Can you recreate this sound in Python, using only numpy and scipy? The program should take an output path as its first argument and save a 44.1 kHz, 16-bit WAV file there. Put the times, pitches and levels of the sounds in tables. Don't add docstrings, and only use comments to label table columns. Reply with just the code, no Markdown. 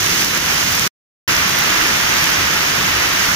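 import sys
import numpy as np
from scipy import signal
from scipy.fft import rfft, irfft
from scipy.io import wavfile
from scipy.ndimage import uniform_filter1d

SR = 44100
rng = np.random.default_rng(int(sys.argv[2]) if len(sys.argv) > 2 else 0)


def log_audio(samples):
    frames = np.atleast_2d(samples).T
    limited = np.clip(frames, -1, 1)
    pcm = np.round(limited * 32767).astype(np.int16)
    wavfile.write(sys.argv[1], SR, pcm)


def linear_from_db(decibels):
    return 10 ** (np.asarray(decibels, float) / 20)


N = 147735

# (time [s], level [dB], drumming [dB])
DOWNPOUR_STRENGTH = [
    (0, -22, -3.5),
    (0.218, -20.5, -3.5),
    (.28, -23, -5),
    (.375, -23, 0.5),
    (.385, -24.5, -3.5),
    (0.499, -22.5, -1),
    (.87, -21.5, -4),
                     (1.289, -23, 2.5),
    (1.5, -23.5, 0.5),
    (1.75, -23, 2.5),
    (2.0, -23.5, 0.8),
    (2.25, -23, 2),
    (2.5, -24.5, 2.3),
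    (2.8, -24, 1.5),
    (3.1, -24, 2.5),
    (3.35, -22, -1),
]
# (frequency [Hz], gain [dB])
PAVING = [(40, -9.5), (120, -1.4), (300, -3), (600, -5), (1200, -1.5), (1900, 1.77), (3800, -6),
          (16000, -5.5)]
# (frequency [Hz], gain [dB])
LEFT_PORT = [(2300, -0.17), (4000, 1), (6500, -4), (7550, -14.5), (8100, -11), (9250, -8), (9800, -8.5),
             (14000, -6)]
# (frequency [Hz], gain [dB])
RIGHT_PORT = [(400, 1.1), (1500, 2.5), (3900, 2), (6400, 4.5), (7700, -7), (9300, -14), (10000, -10.5),
              (13800, -20.5)]
# (frequency [Hz], likeness
LIKENESS = [(278, 0.99, 0.55), (443, .4, 1.5), (690, 0.49, 3.1), (900, 0.79, 5), (1300, 0.26, 6.2),
            (2590, -0.62, 6.3), (3400, 0.65, 4.8), (4300, -1.33, 14)]
# (time [s], peak level [dB], left over right [dB])
STONES = [(0.2458, -9, 3), (0.3411, -15, 10.0), (0.3755, -10, 4), (0.4599, -12, 4), (0.5452, -18.5, 13),
          (0.5811, -13, 10.0), (0.7203, -12, 15), (0.7512, -9, 6), (0.7946, -12, -5), (1.277, -21, 11),
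          (1.3648, -13, 1), (1.3872, -24, 8.5), (1.495, -12, 18), (1.5319, -20, 14), (1.5883, -4, 20),
          (1.6945, -20, 9.5), (1.941, -25, 12), (2.0928, -19, 9), (2.172, -16, 4), (2.2248, -17, 12.5),
          (2.2413, -10, 2), (2.5107, -11, 13.0), (2.5361, -17.5, 9), (3.1268, -18, 10.5), (3.2869, -18, 2)]
# (left [Hz], right [Hz])
PORT_TOP_HZ = [15480, 15130]

PATTER_DB, PATTER_PER_S, PATTER_SPREAD_DB, PATTER_LOW_HZ = 1.55, 3500, 3, 1500
HAIL_DB, HAIL_PER_S, HAIL_SPREAD_DB, HAIL_LOW_HZ = -1, 350, 4.5, 6000
STONE_DB, STONE_T60_S, STONE_LOW_HZ = 12.5, 0.0041, 5680
STONE_LATE_S, STONE_LAG_S = 0.0008, 0.00039
WASH_DB, WASH_PATCHY_DB = 4, 0.4
WIND_DB, WIND_LOW_HZ, WIND_HZ, WIND_LUMPY_DB, WIND_OWN_DB = -39, 42.7, 134, 3, -13
GUST_DB, GUST_S, GUST_RISE_S, GUST_FALL_S = -23.5, 2.772, 0.01, 0.17
GUST_HZ, GUST_SAG_HZ_PER_S = 135, 330
DRUM_HZ, DRUM_OCTAVES = 1200, 1.4
LIKENESS_ENDS_HZ = 5200
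PORT_RING_HZ, PORT_RING_WIDTH_HZ, LEFT_RING_DB, RIGHT_RING_DB = 14950, 350, 4, 5
LIMIT_DB, RELEASE_DB_PER_S, DUCK_MOST_DB, CEILING = -1, 150, 2, 0.91
FAINT_DB, FAINT_DB_PER_OCTAVE = [-59, -61.5], [-4.5, -8.5]
FAINT_FROM_HZ, FAINT_SCATTER_DB = 8000, 3.5
DROPOUT_S, RESUME_S, CUT_S, LINGER_DB, LINGER_S = 0.8768, 1.2773, 0.0006, -20, 0.004


def rms_one(x):
    return x / np.sqrt(np.mean(x ** 2) + 1e-20)


def at_hz(points, hz, axis=1):
    points = np.array(points)
    return np.interp(np.log(hz + 1), np.log(points[:, 0]), points[:, axis])


def butter(order, hz, kind, x):
    return signal.sosfilt(signal.butter(order, hz, kind, fs=SR, output="sos"), x)


def drift(rate):
    pole = np.exp(-80 * np.pi * rate / SR)
    noise = rng.standard_normal(N // 40 + 2002)
    slow = signal.lfilter([1], [1, -2 * pole, pole * pole], noise)[2000:]
    return np.interp(np.arange(N) / 40, np.arange(len(slow)), rms_one(slow))


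def impacts(per_s, spread_db):
    size_db = spread_db * np.minimum(rng.exponential(1, (2, N)), 4)
    sizes = linear_from_db(size_db) * rng.choice([-1, 1], (2, N))
    chance = per_s * linear_from_db(drift(20)) / SR
    return rms_one(sizes * (rng.random((2, N)) < chance))


def patter():
    return linear_from_db(PATTER_DB) * butter(1, PATTER_LOW_HZ, "high", impacts(PATTER_PER_S, PATTER_SPREAD_DB))


def hail():
    ticks = butter(2, HAIL_LOW_HZ, "high", impacts(HAIL_PER_S, HAIL_SPREAD_DB))
    return linear_from_db(HAIL_DB) * rms_one(ticks)


def stones():
    out = np.zeros((2, N + SR))
    t = np.arange(1500) / SR
    grits = rng.standard_normal((len(STONES), 2, len(t)))
    for (s, db, pan), grit in zip(STONES, grits):
        decay = linear_from_db(db + STONE_DB - 60 * t / STONE_T60_S)
        crack = np.sign(grit) * decay * linear_from_db([[0], [3 - pan]])
        for side, lag in enumerate([0, STONE_LAG_S]):
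            i = int((s + STONE_LATE_S + lag) * SR)
            out[side, i:i + len(t)] += crack[side]
    return butter(2, STONE_LOW_HZ, "high", out[:, :N] + 1e-18)


def wash():
    out = 0
    edges = 30 * 2 ** np.arange(0, 9.6, 1)
    white = rng.standard_normal((2, N))
    for low, high in zip(edges, edges[1:]):
        out = out + butter(1, [low, high], "band", white) * linear_from_db(WASH_PATCHY_DB * drift(9))
    return linear_from_db(WASH_DB) * rms_one(out)


def wind():
    both, left, right = butter(1, [WIND_LOW_HZ, WIND_HZ], "band", rng.standard_normal((3, N)))
    low = rms_one(both + linear_from_db(WIND_OWN_DB) * np.array([left, right]))
    buffeting = linear_from_db(WIND_DB + WIND_LUMPY_DB * drift(7)) * low
    t = np.arange(N) / SR - GUST_S
    puff = np.clip(t / GUST_RISE_S, 0, 1) * np.exp(-(np.maximum(t, 0) / GUST_FALL_S) ** 2)
    phase = 2 * np.pi * np.cumsum(np.clip(GUST_HZ - GUST_SAG_HZ_PER_S * t, 72, 200)) / SR
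    flutter = (1 + 0.4 * drift(20)) * np.sin(phase + 0.9 * drift(20))
    flutter = flutter + 0.55 * drift(25) * np.sin(1.6 * phase)
    return buffeting + linear_from_db(GUST_DB) * puff * flutter


def spread(pair):
    hz = np.arange(N // 2 + 1) * SR / N
    alike = np.clip(at_hz(LIKENESS, hz), -0.99, 0.99) * np.exp(-(hz / LIKENESS_ENDS_HZ) ** 4)
    lead = np.exp(1j * at_hz(LIKENESS, hz, axis=2))
    first, second = rfft(pair)
    right = alike * lead * first + np.sqrt(1 - alike ** 2) * second
    return np.array([pair[0], irfft(right, N)])


def colour(x, db_at):
    size = 4096
    cepstrum = irfft(np.log(linear_from_db(db_at(np.arange(size // 2 + 1) * SR / size))))
    cepstrum[1:size // 2] *= 2
    cepstrum[size // 2 + 1:] = 0
    response = irfft(np.exp(rfft(cepstrum)))
    return signal.fftconvolve(x, np.atleast_2d(response), axes=1)[:, :N]


def scene():
    s, level_db, drum_db = np.transpose(DOWNPOUR_STRENGTH)
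    t = np.arange(N) / SR
    rain = spread(patter() + hail() + wash()) * linear_from_db(np.interp(t, s, level_db))
    drops = colour(rain + stones(), lambda hz: at_hz(PAVING, hz) + 8)
    hz = np.arange(N // 2 + 1) * SR / N
    hump = np.exp(-0.5 * (np.log2((hz + 1) / DRUM_HZ) / DRUM_OCTAVES) ** 2)
    drum = irfft(rfft(drops) * hump, N)
    return drops + (linear_from_db(np.interp(t, s, drum_db)) - 1) * drum + wind()


def ports(dry):
    ring = lambda hz: np.exp(-0.5 * ((hz - PORT_RING_HZ) / PORT_RING_WIDTH_HZ) ** 2)
    left = colour(dry[:1], lambda hz: at_hz(LEFT_PORT, hz) + LEFT_RING_DB * ring(hz))
    right = colour(dry[1:], lambda hz: at_hz(RIGHT_PORT, hz) + RIGHT_RING_DB * ring(hz))
    return np.vstack([left, right])


def limiter(x):
    release = RELEASE_DB_PER_S * np.arange(N) / SR
    over = np.clip(20 * np.log10(np.abs(x).max(axis=0) + 1e-9) - LIMIT_DB, 0, DUCK_MOST_DB)
    duck = np.maximum.accumulate(over + release) - release
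    x = x * linear_from_db(-uniform_filter1d(duck, size=44))
    return x / (1 + (x / CEILING) ** 6) ** (1 / 6)


def thin(x):
    shape = dict(fs=SR, window="cosine", nperseg=2048, noverlap=1024)
    offset = 826
    hz, s, lines = signal.stft(np.pad(x, [(0, 0), (offset, 0)]), **shape)
    scatter = np.repeat(rng.standard_normal((2, 129, len(s))), 8, axis=1)[:, :len(hz)]
    octaves = np.log2(np.maximum(hz / FAINT_FROM_HZ, 1))
    faint_db = np.outer(FAINT_DB_PER_OCTAVE, octaves) + np.reshape(FAINT_DB, (2, 1))
    limit = linear_from_db(faint_db[:, :, None] + FAINT_SCATTER_DB * scatter)
    level = np.sqrt(uniform_filter1d(np.abs(lines) ** 2, size=6, axis=1))
    return signal.istft(lines * (level > limit), **shape)[1][:, offset:offset + N]


def dropout(x):
    t = np.arange(N) / SR
    since = np.maximum(t - DROPOUT_S, 0)
    tail = linear_from_db(LINGER_DB) * np.exp(-since / LINGER_S) * (since < 0.03)
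    fading = np.maximum(np.exp(-since / CUT_S), tail)
    return x * np.where(t < RESUME_S, fading, np.minimum(0.2 + (t - RESUME_S) / CUT_S, 1))


def band_limit(x):
    return signal.sosfilt(signal.butter(12, 16020, fs=SR, output="sos"), x)


def record(dry):
    x = limiter(ports(dry))
    top_cut = [signal.sosfilt(signal.ellip(12, 0.3, 60, hz, fs=SR, output="sos"), side)
               for hz, side in zip(PORT_TOP_HZ, x)]
    mix = dropout(thin(np.array(top_cut)))
    return band_limit(mix)


dry = scene()
out = record(dry)
log_audio(out)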